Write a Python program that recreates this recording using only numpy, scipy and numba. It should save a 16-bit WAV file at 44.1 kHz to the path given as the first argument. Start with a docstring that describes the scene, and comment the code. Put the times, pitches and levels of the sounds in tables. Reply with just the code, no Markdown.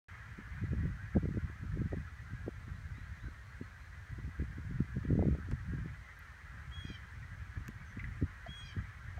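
"""A hayfield: a tractor drones at the far end, its engine firings blurred into a low hum, and a thin
whirr of gliding tones swirls over the grass. Wind buffets the microphone in gusts, and single eddies
(small swirls of air) hit it as short puffs. An insect chirps and a songbird whistles, both faint in
the hiss of the trees. A few small ticks ring close by, and a bird squeals twice, clear and then harsh."""
import sys
import numpy as np
from scipy import signal
from scipy.fft import rfft, irfft
from scipy.io import wavfile
from scipy.ndimage import uniform_filter1d
from numba import njit

SR = 44100
rng = np.random.default_rng(int(sys.argv[2]) if len(sys.argv) > 2 else 0)


def output_pcm(signal):
    """Save a mono or channel-first signal as 16-bit PCM at the path in sys.argv[1].

    Samples are clipped to [-1, 1] before scaling.
    """
    pcm = np.clip(np.atleast_2d(signal).T, -1, 1) * 32767
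    wavfile.write(sys.argv[1], SR, np.round(pcm).astype(np.int16))


N = 405279
TIME = np.arange(N) / SR


def undb(db):
    """Turn decibels into a number to multiply by."""
    return 10 ** (np.asarray(db) / 20)


def level(x, db):
    """Scale a sound to an average (rms) level in dB."""
    return x * undb(db) / np.sqrt(np.mean(x ** 2))


def colour(x, points):
    """Shape a sound's bass and treble along a curve of (frequency [Hz], level [dB]) points."""
    hz, db = np.transpose(points)
    freqs = np.maximum(np.fft.rfftfreq(len(x), 1 / SR), 1)
    return irfft(rfft(x) * undb(np.interp(np.log(freqs), np.log(hz), db)), len(x))


def walk(rate):
    """A random wobble of typical size 1 that slides to a new value `rate` times a second."""
    hold = max(int(SR / rate), 2)
    steps = np.repeat(rng.standard_normal(N // hold + 1), hold)
    return level(uniform_filter1d(steps, hold)[:N], 0)


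def envelope(t, length, attack, release):
    """Rise, hold and fall, all within the given length."""
    return np.clip(np.minimum(t / attack, (length - t) / release), 0, 1)


def add(out, start_s, x):
    """Mix a short sound in at the given time."""
    i = int(start_s * SR)
    out[i:i + len(x)] += x[:max(N - i, 0)]


@njit
def svf(x, hz, damping):
    """State-variable filter: returns the sound below a moving frequency, and the band around it."""
    low, band = np.empty(len(x)), np.empty(len(x))
    band_state, low_state = 0., 0.
    for i in range(len(x)):
        g = np.tan(np.pi * min(hz[i], .45 * SR) / SR)
        v = (band_state + g * (x[i] - low_state)) / (1 + g * (g + damping))
        low[i], band[i] = low_state + g * v, damping * v
        band_state, low_state = 2 * v - band_state, 2 * low[i] - low_state
    return low, band


def low_pass(x, hz):
    """Steeply cut the sound above a moving frequency."""
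    return svf(svf(x, hz, np.sqrt(2))[0], hz, 1.)[0]


def tractor(firing_hz=59, db=-59, roar=6, waver_db=3):
    """Uneven firings blur into a low drone that wavers on its way across the field."""
    # the engine's tone from afar: (frequency [Hz], level [dB])
    spectrum = [(25, -31), (45, -3.5), (60, -6), (100, -3), (160, -11.5), (260, -21.5), (500, -41),
                (1000, -51), (4000, -92)]
    cycles = np.cumsum(firing_hz * (1 + .02 * walk(5.3))) / SR
    firing = np.exp(-(cycles % 1) / .49) * undb(2 * walk(60))
    engine = .5 * level(firing - firing.mean(), 0) + roar * rng.standard_normal(N)
    return level(colour(engine, spectrum) * undb(waver_db * walk(20)), db)


def whirr(count=4400, typical_s=.07985, glide=.04986, bend=.0096, spread_db=3, swirl=.64):
    """Many short tones glide up or down across each other over a haze of noise."""
    # the tone of the far whirr: (frequency [Hz], level [dB])
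    spectrum = [(400, -21.5), (700, -14.5), (950, -7.5), (1150, -7.5), (1300, -2), (1450, -2), (1620, 1),
                (1800, -2), (1980, 0), (2150, -7), (2420, -10.5), (2600, -13.5), (3200, -8), (5000, -47)]
    # its slow fade and swell: (time [s], level [dB])
    swell = [(0, -54.5), (1.6, -58), (3, -59), (5.3, -58), (5.8, -57), (9.2, -56)]
    tones = np.zeros(N)
    placings, shapes = rng.random((count, 3)), rng.standard_normal((count, 3))
    for (when, pitch, span), (slope, curve, size) in zip(placings, shapes):
        progress = np.linspace(-1, 1, int(SR * typical_s * (.5 + span)))
        hz = (1000 + 1550 * pitch) * (1 + glide * slope * progress + bend * curve * progress ** 2)
        tone = np.hanning(len(hz)) * np.sin(2 * np.pi * np.cumsum(hz) / SR)
        add(tones, when * TIME[-1], undb(spread_db * min(size, 1)) * tone)
    haze = colour(rng.standard_normal(N), [(100, -.5), (2600, -7), (5000, -22)])
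    sound = level(tones, 0) + level(haze, 1)
    # moving air favours now one range of pitches, now another
    swirl_hz = 1780 * 2 ** (.17 * walk(14))
    sound = sound + swirl * svf(sound, swirl_hz, damping=.077)[1]
    db = np.interp(TIME, *np.transpose(swell)) + 1.1 * walk(45)
    return level(colour(sound, spectrum), 0) * undb(db)


def leaves(db=-66.5):
    """Leaves and open air make a steady hiss."""
    # the tone of the hiss: (frequency [Hz], level [dB])
    spectrum = [(100, 1.5), (500, 5.5), (1500, 6), (3000, -2), (4100, -1), (5000, -5.5), (6200, -3.5),
                (7400, -9), (9300, -11), (10400, -16.5), (11500, -15), (15500, -18.5)]
    return level(colour(rng.standard_normal(N), spectrum), db)


def insect(pitch_hz=8200, chirps_per_s=3.8, db=-95):
    """Faint, thin chirps in the grass, unevenly spaced."""
    phase = 2 * np.pi * np.cumsum(pitch_hz * (1 + .01 * walk(700))) / SR
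    beat = 2 * np.pi * np.cumsum(chirps_per_s * (1 + .2 * walk(3.2))) / SR
    chirps = np.sin(phase) * np.maximum(np.sin(beat), 0) ** 2
    return level(chirps * undb(1.5 * walk(4)), db)


def airflow(attack_s=.026, release_s=.033):
    """The wind's strength in dB at each moment: gusts on top of a breeze."""
    # the light breeze between gusts: (time [s], rumble level [dB])
    breeze = [(0.1, -56), (0.3, -50.5), (0.5, -46.5), (1.0, -46), (1.45, -42), (1.53, -48), (1.6, -43.5),
              (2.0, -44.5), (2.15, -53.5), (2.3, -46), (3.05, -46.5), (3.45, -54), (3.85, -55.5),
              (4.2, -46), (4.33, -50.5), (4.5, -45), (5.55, -44.5), (5.9, -47.5), (6.08, -56.5),
              (6.38, -56.5), (6.5, -50), (7.0, -49), (7.8, -49.5), (8.2, -47), (8.35, -58.5), (8.5, -48),
              (9.0, -52.5), (9.12, -46.5)]
    # gusts that rise out of it: (start [s], length [s], rumble level [dB])
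    gusts = [(0.606, 0.041, -35), (0.67, 0.24, -38), (1.155, 0.031, -29.5), (1.231, 0.16, -37.5),
             (1.433, 0.045, -42), (1.627, 0.029, -34.5), (1.726, 0.16, -37), (1.921, 0.11, -38),
             (2.3, 0.076, -46), (3.194, .1, -43.5), (4.112, 0.026, -41.5), (4.208, 0.095, -40),
             (4.384, 0.06, -35.5), (4.693, 0.15, -42), (4.948, 0.039, -36), (5.08, 0.27, -34),
             (5.511, 0.042, -31), (5.676, 0.18, -42.5), (7.406, 0.032, -47), (7.556, 0.07, -40.5),
             (7.925, 0.19, -44.5), (8.23, 0.027, -37.5), (8.759, 0.063, -39.5)]
    power = undb(np.interp(TIME, *np.transpose(breeze))) ** 2
    for start, length, db in gusts:
        full_length = length + (attack_s + release_s) / 2
        gust = envelope(TIME - start + attack_s / 2, full_length, attack_s, release_s)
        power += (undb(db) * gust) ** 2
    return 10 * np.log10(power)


def wind(flow_db, flutter_db=3, calm_hz=130, calm_db=-48, db_per_octave=19):
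    """Air rumbles on the microphone: faster air is louder and sheds smaller, higher-sounding eddies."""
    # the rumble before the eddy size cuts its treble: (frequency [Hz], level [dB])
    spectrum = [(18, -46), (30, -19), (42, -3), (58, 1), (90, 2.5), (150, -3), (300, -12.5), (600, -6.5),
                (1200, -35)]
    db = flow_db + flutter_db * np.minimum(walk(35), 1)
    cutoff_hz = calm_hz * 2 ** ((db - calm_db) / db_per_octave)
    rumble = low_pass(colour(rng.standard_normal(N), spectrum), cutoff_hz)
    strength = np.sqrt(uniform_filter1d(rumble ** 2, size=5000))
    return rumble / strength * undb(db)


def swing(t, hz, turn):
    """One smooth push and pull of air around t = 0, strongest at hz; turn (0 to 1) sets its shape."""
    return np.real(np.exp(2j * np.pi * turn) / (1 - 2j * np.pi * hz * t / 3) ** 4)


def eddies(rows, offset_s=.00444, lead_s=.0159, lead_db=-15, trail_s=.015, trail_db=-8, cutoff_hz=900.):
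    """Each eddy gives one blunt swing of pressure; weak swings lead up to it and slower ones trail it."""
    out, t = np.zeros(N), TIME[:SR // 8] - TIME[SR // 16]
    for (when, db, hz), chance in zip(rows, rng.random((len(rows), 7, 3))):
        puff = swing(t, hz, chance[0, 0])
        for turn, ahead, size in chance[1::2]:
            puff += undb(lead_db) * swing(t + lead_s * ahead, hz * .76 * (.5 + size), turn)
        for turn, delay, size in chance[2::2]:
            puff += undb(trail_db) * swing(t - trail_s * delay, hz * .55 * (1 + size / 2), turn)
        add(out, max(when + offset_s + t[0], 0), puff / np.abs(puff).max() * undb(db))
    return low_pass(out, np.full(N, cutoff_hz))


def small_puffs(flow_db, count=130, eddy_hz=135, at_db=-40, db_per_octave=36, spread_octaves=.19):
    """Lesser eddies arrive at random, stronger and sharper in faster air."""
    times = (np.arange(count) + rng.random(count)) * TIME[-1] / count
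    size, sharpness = rng.standard_normal((count, 2)).T
    wind_db = np.interp(times, TIME, flow_db)
    peak_db = wind_db - 3 + 1.5 * np.minimum(size, 1)
    hz = eddy_hz * 2 ** ((wind_db - at_db) / db_per_octave + spread_octaves * sharpness)
    return eddies(np.column_stack([times, peak_db, hz]))


def big_puffs():
    """The strongest single eddies thump against the microphone."""
    # one eddy a row: (time [s], peak before the treble is cut [dB], strongest frequency [Hz])
    hits = [(0.385, -35.5, 179), (0.635, -30, 160), (0.729, -30, 215), (0.799, -33, 110),
            (0.832, -29.5, 153), (0.851, -32.5, 215), (0.897, -39, 143), (1.159, -19.5, 250),
            (1.164, -25.5, 376), (1.176, -22.5, 140), (1.228, -32, 190), (1.251, -28, 235),
            (1.285, -30.5, 200), (1.306, -32, 136), (1.343, -34, 182), (1.368, -25.5, 225),
            (1.495, -41, 175), (1.634, -35, 116), (1.769, -32.5, 220), (1.793, -28, 97),
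            (1.813, -25.5, 168), (1.855, -28, 119), (1.927, -28.5, 340), (1.969, -34, 160),
            (2.33, -38.5, 145), (2.476, -27.5, 296), (2.677, -39, 144), (2.98, -43, 165),
            (3.24, -39.5, 150), (3.28, -40.5, 166), (3.609, -30.5, 195), (4.184, -37, 180),
            (4.243, -44, 180), (4.275, -35, 140), (4.394, -31.5, 205), (4.419, -28, 170),
            (4.58, -33.5, 180), (4.706, -35, 160), (4.801, -18.5, 135), (4.964, -31, 195),
            (5.048, -33, 175), (5.083, -32, 165), (5.102, -21, 217), (5.124, -19.5, 185), (5.15, -23, 200),
            (5.174, -22.5, 165), (5.188, -24, 350), (5.221, -22, 408), (5.252, -26, 270), (5.281, -19, 202),
            (5.305, -24, 145), (5.323, -30.5, 200), (5.346, -35.5, 380), (5.382, -34, 180),
            (5.483, -39.5, 190), (5.52, -31.5, 160), (5.732, -31, 165), (5.78, -37, 175),
            (5.855, -33.5, 170), (6.847, -33, 155), (6.898, -35.5, 185), (7.57, -35, 153),
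            (7.686, -33, 175), (7.969, -34.5, 180), (8.222, -20.5, 170), (8.489, -41, 135),
            (8.763, -32.5, 188)]
    return eddies(hits)


def songbird(scoop_s=.018, attack_s=.012, warble=.014):
    """Warbled whistles from the wood; each slides quickly to its pitch, levels off and trails away."""
    # far whistles: (start [s], length [s], first pitch [Hz], last pitch [Hz], level [dB])
    notes = [(2.525, .06, 3340, 3250, -77), (2.745, .06, 3850, 4060, -77), (2.94, .11, 3550, 3930, -74),
             (3.02, .09, 4000, 4260, -79), (3.143, .04, 4150, 3680, -77), (3.19, 0.14, 3450, 3980, -75),
             (3.27, .07, 4080, 4220, -78), (3.43, .17, 3850, 4250, -80), (3.61, .12, 4150, 4210, -78),
             (3.79, .11, 3900, 4140, -77), (7.85, 0.12, 6260, 6050, -74.5)]
    out = np.zeros(N)
    for start, length, first_hz, last_hz, db in notes:
        t = TIME[:int(length * SR)]
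        hz = last_hz + (first_hz - last_hz) * np.exp(-(t / scoop_s) ** 2 / 2)
        hz *= 1 + warble * walk(500)[:len(t)]
        gain = undb(db) * np.sqrt(2) * envelope(t, length, attack_s, release=length * .62)
        add(out, start, gain * np.sin(2 * np.pi * np.cumsum(hz) / SR))
    return out


def tree_echo(x, fade_s=1.0, echo_db=-16):
    """Trunks and leaves scatter a faint echo back over the field."""
    tail = rng.standard_normal(SR) * np.exp(-np.log(1000) * TIME[:SR] / fade_s)
    return x + undb(echo_db) * signal.fftconvolve(x, tail / np.linalg.norm(tail))[:N]


def ticks():
    """Brief contacts close by, each a burst of noise that rings around one pitch."""
    # small contacts: (time [s], peak [dB], pitch [Hz], band width [Hz], time to fade by 60 dB [s])
    contacts = [(5.513, -39, 900, 1290, 0.043), (5.512, -49, 7000, 9000, 0.0061),
                (6.191, -53, 12200, 4500, .008), (7.681, -41.5, 6200, 2800, 0.0051),
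                (7.681, -49, 13200, 5000, 0.0054), (7.681, -38, 1840, 600, 0.0083),
                (7.994, -40, 2100, 380, 0.074), (8.041, -35.5, 1920, 300, .04),
                (8.463, -42, 673, 140, 0.025), (8.465, -58, 4560, 894, .04), (9.176, -47, 690, 197, 0.046)]
    out, t = np.zeros(N), TIME[:SR // 10]
    for when, db, hz, width, fade_s in contacts:
        tick = rng.standard_normal(len(t)) * np.exp(-np.log(1000) * t / fade_s)
        for _ in range(2):
            tick = svf(tick, np.full(len(t), float(hz)), width / hz)[1]
        add(out, when, tick / np.abs(tick).max() * undb(db))
    return out


def squeals(scoop=.1136, scoop_s=.0109, sag=.1, jitter=.0038, rasp=.01, smear=.33, harsh_loss_db=5.5):
    """A bird's nearly pure squeal slides up, then turns harsh and smeared as its pitch sags."""
    # the two calls: (start [s], length [s], top base pitch [Hz], base level [dB], turns harsh after [s])
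    calls = [(6.705, .298, 828, -50, .11), (8.468, .29, 829, -49, .14)]
    # the throat favours the overtone at four times the base pitch:
    # (multiple of the base pitch, level when clear [dB], level when harsh [dB])
    throat = [(3, -20, -8.5), (4, -5, -5), (5, -35, -19), (6, -42, -15), (7, -27, -18.5), (8, -23, -22),
              (10, -28.5, -34), (11, -36, -42), (14, -41, -45)]
    out = np.zeros(N)
    for start, length, top_hz, call_db, break_s in calls:
        on = (TIME > start) & (TIME < start + length)
        t = TIME[on] - start
        hz = top_hz * (1 - scoop * np.exp(-t / scoop_s) - sag * (t / length) ** 3.5)
        harsh = np.clip((t - break_s) / .054, 0, 1)  # 0 is clear, 1 is fully harsh
        gain = undb(call_db - harsh_loss_db * harsh) * envelope(t, length, attack=.036, release=.055)
        wobble = (jitter + rasp * harsh) * walk(1000)[on]
        phase = 2 * np.pi * np.cumsum(hz * (1 + wobble)) / SR
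        beak_db = np.interp(t, [0, .12], [-12, 0])
        for multiple, clear_db, harsh_db in throat:
            overtone_db = clear_db + harsh * (harsh_db - clear_db) + 3 * harsh * walk(120)[on]
            if clear_db < -10:  # weak overtones come in as the beak opens; each wavers by itself
                overtone_db += beak_db + 4 * (1 - harsh) * walk(45)[on]
            # in the harsh part, noise blurs each overtone
            blur = smear * harsh * (walk(300)[on] + 1j * walk(300)[on])
            tone = np.imag((1 + blur) * np.exp(1j * round(multiple) * phase))
            out[on] += np.sqrt(2) * gain * undb(overtone_db) * tone
    return out


def scene():
    """Wind and ticks near by; tractor, whirr, leaves, birds and insect far off."""
    flow_db = airflow()
    far = leaves() + tractor() + whirr() + tree_echo(squeals() + songbird()) + insect()
    near = ticks() + wind(flow_db) + big_puffs() + small_puffs(flow_db)
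    return (far + near)[None]


def record(dry, opens_s=.084, top_hz=15800):
    """The recorder opens a moment late and cuts the highest treble."""
    gate = np.where(TIME < opens_s, undb(-55), 1)
    treble_cut = signal.ellip(10, .2, 70, top_hz, fs=SR, output="sos")
    return signal.sosfilt(treble_cut, dry * gate)


dry = scene()
out = record(dry)
output_pcm(out)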